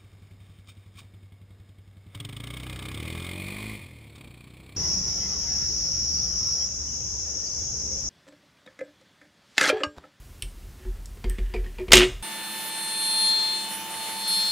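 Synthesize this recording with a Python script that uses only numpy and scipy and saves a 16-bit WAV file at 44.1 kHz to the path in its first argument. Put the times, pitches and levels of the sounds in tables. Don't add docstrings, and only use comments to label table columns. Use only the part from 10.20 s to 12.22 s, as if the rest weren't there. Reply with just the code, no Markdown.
import sys
import numpy as np
from scipy import signal
from scipy.fft import rfft, irfft
from scipy.io import wavfile
from scipy.ndimage import uniform_filter1d

SR = 44100
rng = np.random.default_rng(int(sys.argv[2]) if len(sys.argv) > 2 else 0)


def boost(x):
    u = np.asarray(x, float) / 20
    return 10 ** u


def log_audio(samples):
    frames = np.atleast_2d(samples).T
    limited = np.clip(frames, -1, 1)
    pcm = np.round(limited * 32767).astype(np.int16)
    wavfile.write(sys.argv[1], SR, pcm)


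N = 89302

# t/s, tap level/dB, tap decay/s, top ring/dB, arm sway/dB
BUMPS = [(0.22, -45.5, 0.011, -51, -32.5), (0.428, -57, 0.018, -55.5, -43), (0.591, -54, 0.016, -51, -56),
         (0.65, -45.5, 0.0031, -36, -26.5), (0.329, -62, 0.0095, -66, -37.5),
         (0.756, -52.5, 0.012, -79, -33), (0.896, -66, 0.0099, -76, -42),
         (0.971, -45.5, 0.0056, -70, -52.5), (1.041, -27, 0.0052, -33.5, -21.5),
         (1.098, -41, 0.0067, -42, -48), (1.1833, -32.5, 0.0083, -38.5, -22.5),
         (1.296, -67, 0.0077, -49, -36), (1.337, -31.5, 0.0096, -34, -30.5),
         (1.342, -41.5, 0.011, -46, -38.5), (1.364, -43, 0.0035, -41.5, -29.5),
         (1.442, -43, 0.012, -46.5, -49), (1.464, -43.5, 0.0046, -52, -37), (1.54, -57, 0.015, -56, -35),
         (1.5826, -37.5, 0.0079, -47, -41.5), (1.596, -41, 0.018, -26.5, -34.5),
         (1.681, -30.5, 0.0068, -33.5, -24), (1.706, -27, 0.0073, -31, -48)]
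# t/s, clash level/dB, decay/s, loudest pitch f/Hz, treble tilt/(dB/octave)
BOUNCES = [(1.719, -4.5, 0.0037, 4940, -0.5), (1.7213, -8, 0.004, 2920, -1),
           (1.732, 5.5, 0.0024, 7530, -3.5), (1.734, 0, 0.002, 2190, -4), (1.7388, -2, 0.0021, 2330, -3),
           (1.743, -13.5, 0.0033, 3040, -8), (1.7477, -17, 0.0022, 3800, 6), (1.753, -11, 0.003, 7100, 3),
           (1.75550, -3.5, 0.0021, 2300, -1), (1.7639, -12.5, 0.0039, 3040, -17),
           (1.7687, -6, 0.0041, 7560, -4), (1.778, -5.5, 0.0034, 3000, -5),
           (1.7870, -11.5, 0.0032, 2880, 0), (1.796, -13.5, 0.0035, 2000, -4),
           (1.804, -18, 0.0027, 1640, -9), (1.8062, -15, 0.0034, 1640, -11), (1.81, -22, 0.0082, 2130, -9),
           (1.817, -13.5, 0.0027, 2140, -22), (1.8237, -14.5, 0.0031, 1720, -12),
           (1.828, -17.5, 0.0025, 2370, -14), (1.831, -14, 0.0039, 2860, -11),
           (1.8374, -22.5, 0.0048, 2230, -16), (1.8433, -26.5, 0.0032, 2900, -11),
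           (1.848, -24.5, .004, 2860, -9), (1.86, -48, 0.0025, 2400, -5), (1.864, -48, 0.0026, 1900, -7)]


def noise():
    return rng.standard_normal(N)


def colour(x, points):
    p, f = np.array(points, float), np.fft.rfftfreq(len(x), 1 / SR)
    gain_db = np.interp(np.log(f + 1), np.log(p[:, 0]), p[:, 1])
    return irfft(rfft(x) * boost(gain_db), len(x))


def unit(x):
    return x / np.sqrt(np.mean(x ** 2))


def band(x, hz, width_hz):
    return signal.lfilter(*signal.iirpeak(min(hz, 0.45 * SR), hz / width_hz, SR), x)


def ring(x, hz, t60_s):
    pole = np.exp((2j * np.pi * hz - np.log(1000) / t60_s) / SR)
    return signal.lfilter([1], [1, -pole], x).imag


def knocks(times_s, levels_db):
    x = np.zeros(N)
    np.add.at(x, (np.array(times_s) * SR).astype(int), boost(np.array(levels_db)))
    return x


def burst(start_s, decay_s, level_db):
    u = (np.arange(N) / SR - start_s) / decay_s
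    rise = 1 - np.exp(-12 * np.abs(u))
    return boost(level_db) * (u > 0) * rise * np.exp(-np.abs(u))


def grit(spread_db, size):
    steps = boost(spread_db * rng.standard_normal(N // size + 1))
    return unit(steps.repeat(size)[:N])


def resonant(modes, gate=1):
    n, out = noise(), 0
    for k, (hz, width_hz, db) in enumerate(modes):
        steady = band(band(n, hz, width_hz), hz, width_hz)
        gated = band(band(gate * n, hz, width_hz), hz, width_hz)
        out = out + (-1) ** k * boost(db) * gated / np.std(steady)
    return out / np.sqrt(sum(boost(2 * db) for _, _, db in modes))


def hiss():
    # f/Hz, density/(dB/Hz)
    spectrum = [(20, -9), (45, 7.5), (80, 3), (160, -9.5), (290, -14), (600, -22.5), (1230, -24.5),
                (15400, -33)]
    return boost(-45) * unit(colour(noise(), spectrum))


def room(x):
    level_db, delay_s = -8.5, 0.004
    low_t60_s, high_t60_s = 0.31, 0.12
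    late_db, late_t60_s = -13, 0.44
    t = np.arange(SR // 2) / SR
    n = rng.standard_normal(len(t))
    low = colour(n, [(4000, -21.0), (9000, -7.0)])
    near = low * boost(-60 * t / low_t60_s) + (n - low) * boost(-60 * t / high_t60_s)
    far = colour(n, [(500, 7.5), (3000, -3.5), (9800, -5), (11000, -42)])
    tail = (near + boost(late_db - 60 * t / late_t60_s) * far) * (t > delay_s)
    return boost(level_db) * signal.fftconvolve(x, tail / np.sqrt(np.sum(tail ** 2)))[:N]


def slide():
    # t/s, level/dB
    strokes = [(.38, -80), (.44, -83), (.52, -95), (.62, -61), (.8, -75), (1.0, -73), (1.1, -56),
               (1.3, -55.5), (1.449, -59), (1.548, -61), (1.698, -62), (2.0, -81)]
    flicker_db = 2 * unit(uniform_filter1d(noise(), size=500))
    p = np.array(strokes)
    level_db = np.interp(np.arange(N) / SR, p[:, 0], p[:, 1], left=-90) + flicker_db
    return boost(level_db) * resonant([(1754, 480, 0), (2900, 1200, -5), (900, 700, -9)])


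def arm_sway():
    # t/s, level/dB
    drop_shoves = [
        (1.717, -18),
        (1.735, -23.5),
        (1.752, -32),
        (1.89, -33.5),
        (1.943, -42.5),
    ]
    hz, tau_s, onset = 42.35, 0.027, 1.55
    shoves = np.array([(b[0], b[4]) for b in BUMPS] + drop_shoves)
    push = knocks(*shoves.T)
    t = np.arange(SR // 2) / SR
    u = t / tau_s / onset
    swing = (u * np.exp(1 - u)) ** onset * np.cos(2 * np.pi * hz * t) * np.sqrt(2)
    return signal.fftconvolve(push, swing)[:N] + boost(-13) * ring(push, 76.4, 0.57)


def top_modes():
    # f/Hz, level/dB, t60/s
    modes = [(177, -18, 0.041), (226.6, -2, 0.16), (266.7, -25, 0.72), (395.3, -4, 0.29),
             (488.4, -4.5, 0.22), (700, 1, 0.13)]
    bump_db, bounce_db, contact_s = 0, -15.5, 0.0013
    rows = np.array(BUMPS + BOUNCES)
    offset_db = np.where(rows[:, 0] < BOUNCES[0][0], bump_db, bounce_db)
    sharp = knocks(rows[:, 0], rows[:, 1] + offset_db)
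    t = np.arange(SR // 2) / SR
    contact = t * np.exp(-2 * t / contact_s)
    soft = signal.fftconvolve(sharp, contact / contact.sum())[:N]
    boom = ring(knocks([BOUNCES[8][0]], [-31]), 123, 0.82)
    return boom + sum((-1) ** k * boost(db) * ring(soft, hz, t60_s) for k, (hz, db, t60_s) in enumerate(modes))


def top_pair():
    hz, split_hz, t60_s = 368.6, 13.4, 0.29
    t = np.arange(SR // 2) / SR
    swell = np.sin(np.pi * np.minimum(split_hz * t, 1)) * boost(-60 * t / t60_s)
    hit = knocks(*np.array(BUMPS)[:, [0, 3]].T)
    return 2 * signal.fftconvolve(hit, swell * np.sin(2 * np.pi * hz * t))[:N]


def top_drum():
    # t/s, level/dB, pitch f/Hz
    drum = [(1.72, -39, 386.3), (1.733, -20, 384.6), (1.759, -12, 370.5), (1.783, -21.5, 361.5),
            (1.798, -16.5, 356), (1.824, -18, 362.7), (1.851, -20.5, 368.6), (1.888, -31.5, 368),
            (1.94, -58.5, 376)]
    d, t = np.array(drum), np.arange(N) / SR
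    level_db = np.interp(t, d[:, 0], d[:, 1], left=-120, right=-120)
    phase = 2 * np.pi * np.cumsum(np.interp(t, d[:, 0], d[:, 2])) / SR
    return np.sqrt(2) * boost(level_db) * np.sin(phase)


def taps():
    # f/Hz, width/Hz, level/dB
    tap_modes = [(215.7, 126, 1.5), (450, 150, 1.5), (1020, 610, -6.5), (2300, 1520, 0), (3500, 3200, -9.5),
                 (4770, 760, -9.5), (7600, 4800, -16.5)]
    # t/s, level/dB, f/Hz, t60/s
    pings = [(.228, -40, 130, .15), (.651, -47, 870, .02), (.652, -48, 1450, .015), (.655, -38, 225, .12),
             (1.045, -38, 480, .1), (1.052, -39, 2110, .02), (1.059, -44, 3140, .02),
             (1.1035, -37, 1850, .025), (1.187, -38, 3400, .025), (1.1875, -36, 2200, .02),
             (1.339, -38, 4750, .03), (1.340, -38, 980, .04), (1.343, -31, 710, .05),
             (1.3445, -33, 2450, .025), (1.346, -25, 450, .075), (1.351, -38, 2280, .02),
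             (1.356, -36, 2450, .02), (1.362, -32, 2325, .03), (1.368, -40, 1980, .02),
             (1.374, -40, 2250, .025), (1.461, -40, 1850, .043), (1.585, -39, 900, .04),
             (1.586, -44, 4500, .02), (1.5862, -34, 2400, .018), (1.587, -37, 480, .05),
             (1.596, -36, 2370, .025), (1.600, -42, 620, .09), (1.604, -40, 2420, .03),
             (1.612, -43, 2480, .03), (1.617, -44, 2260, .025), (1.6845, -35, 2200, .025)]
    grain = uniform_filter1d(grit(2.5, size=90), size=30)
    gate = grain * sum(burst(s, decay_s, db) for s, db, decay_s, _, _ in BUMPS)
    out = resonant(tap_modes, gate)
    for s, db, hz, t60_s in pings:
        out = out + band(ring(knocks([s], [db]), hz, t60_s), hz, hz / 3)
    return out


def blades():
    # t/s, level/dB, decay/s, centre f/Hz, share of blade ring/0-1
    clicks = [(0.2221, -14, 0.0007, 3270, 0.77), (.2222, -19, 0.001, 9100, 0.5),
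              (0.2239, -19.5, 0.00066, 8000, 1), (0.2262, -28.5, 0.0048, 2550, 0.07),
              (.2295, -50, 0.0038, 3000, 0.3), (0.233, -46, 0.0047, 2650, .1),
              (0.857, -35, 0.0032, 6550, 0.01), (1.0961, -26.5, 0.003, 11000, 0.42),
              (1.0968, -31.5, 0.0019, 8600, 1)]
    # f/Hz, width/Hz, level/dB
    blade_modes = [(2600, 500, -6), (3100, 600, 2), (5300, 1200, -4), (8500, 1000, 2), (10000, 1300, -3),
                   (13900, 3000, -7)]
    out = 0
    for s, db, decay_s, hz, share in clicks:
        gate = burst(s, decay_s, db)
        plain = gate * unit(band(noise(), hz, hz))
        click = share * resonant(blade_modes, gate) + (1 - share) * plain
        out = out + band(click, hz, 0.75 * hz)
    return signal.sosfilt(signal.butter(3, 2100, "high", fs=SR, output="sos"), out)


def clashes():
    # f/Hz, level/dB
    clash_colour = [(180, -10.5), (300, -2.5), (850, -9), (2000, -4), (2900, -1.5), (4100, -6), (7600, -10),
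                    (15400, -21.5)]
    peak_db, peak_width = -3, 0.35
    n = colour(noise() * grit(1.16, size=32), clash_colour)
    out = 0
    for s, db, decay_s, hz, tilt_db in BOUNCES:
        tilted = unit(colour(n, [(3500, 0.018), (14000, 2 * tilt_db)]))
        peak = unit(band(tilted, hz, peak_width * hz))
        out = out + burst(s, decay_s, db) * unit(tilted + boost(peak_db) * peak)
    return out


def steel_ring():
    # f/Hz, level/dB, t60/s
    modes = [(2035, -13, .6), (2196, -9, .5), (2390, -6, .22), (2509, -15, .4), (2826, -7, .52),
             (2960, -6, .35), (3270, -5, .38), (3370, -5, .44), (3690, -6, .42), (4000, -9, .42),
             (5090, -19, .55), (7400, -21, .6), (3520, -9, .4), (9173, -13, .36)]
    hit = knocks([BOUNCES[2][0]], [BOUNCES[2][1]])
    out = 0
    for hz, db, t60_s in modes:
        wobble = 1 + 0.4 * unit(uniform_filter1d(noise(), size=600))
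        out = out + boost(db) * wobble * ring(hit, hz, t60_s)
    return boost(-29) * out


def scene():
    air = taps() + blades() + clashes() + steel_ring()
    table = top_modes() + top_pair() + top_drum() + arm_sway()
    mid = hiss() + room(air) + slide() + table + air
    side_colour = [(100, 11), (300, 2), (600, 9), (1500, 7), (3000, 3), (5000, -6), (9000, 4), (10500, -40)]
    side = boost(-40) * np.roll(colour(mid, side_colour), 260)
    return np.array([mid + side, mid - side])


def band_limit(x):
    return signal.sosfilt(signal.butter(12, 15600, fs=SR, output="sos"), x)


def record(dry):
    clip = 1.0
    x = signal.sosfilt(signal.butter(2, 24.8, "high", fs=SR, output="sos"), dry)
    x = signal.sosfilt(signal.ellip(8, 0.2, 60, 15700, fs=SR, output="sos"), x)
    mid = x.mean(axis=0)
    return band_limit(x - mid + np.clip(mid, -clip, clip))


dry = scene()
out = record(dry)
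log_audio(out)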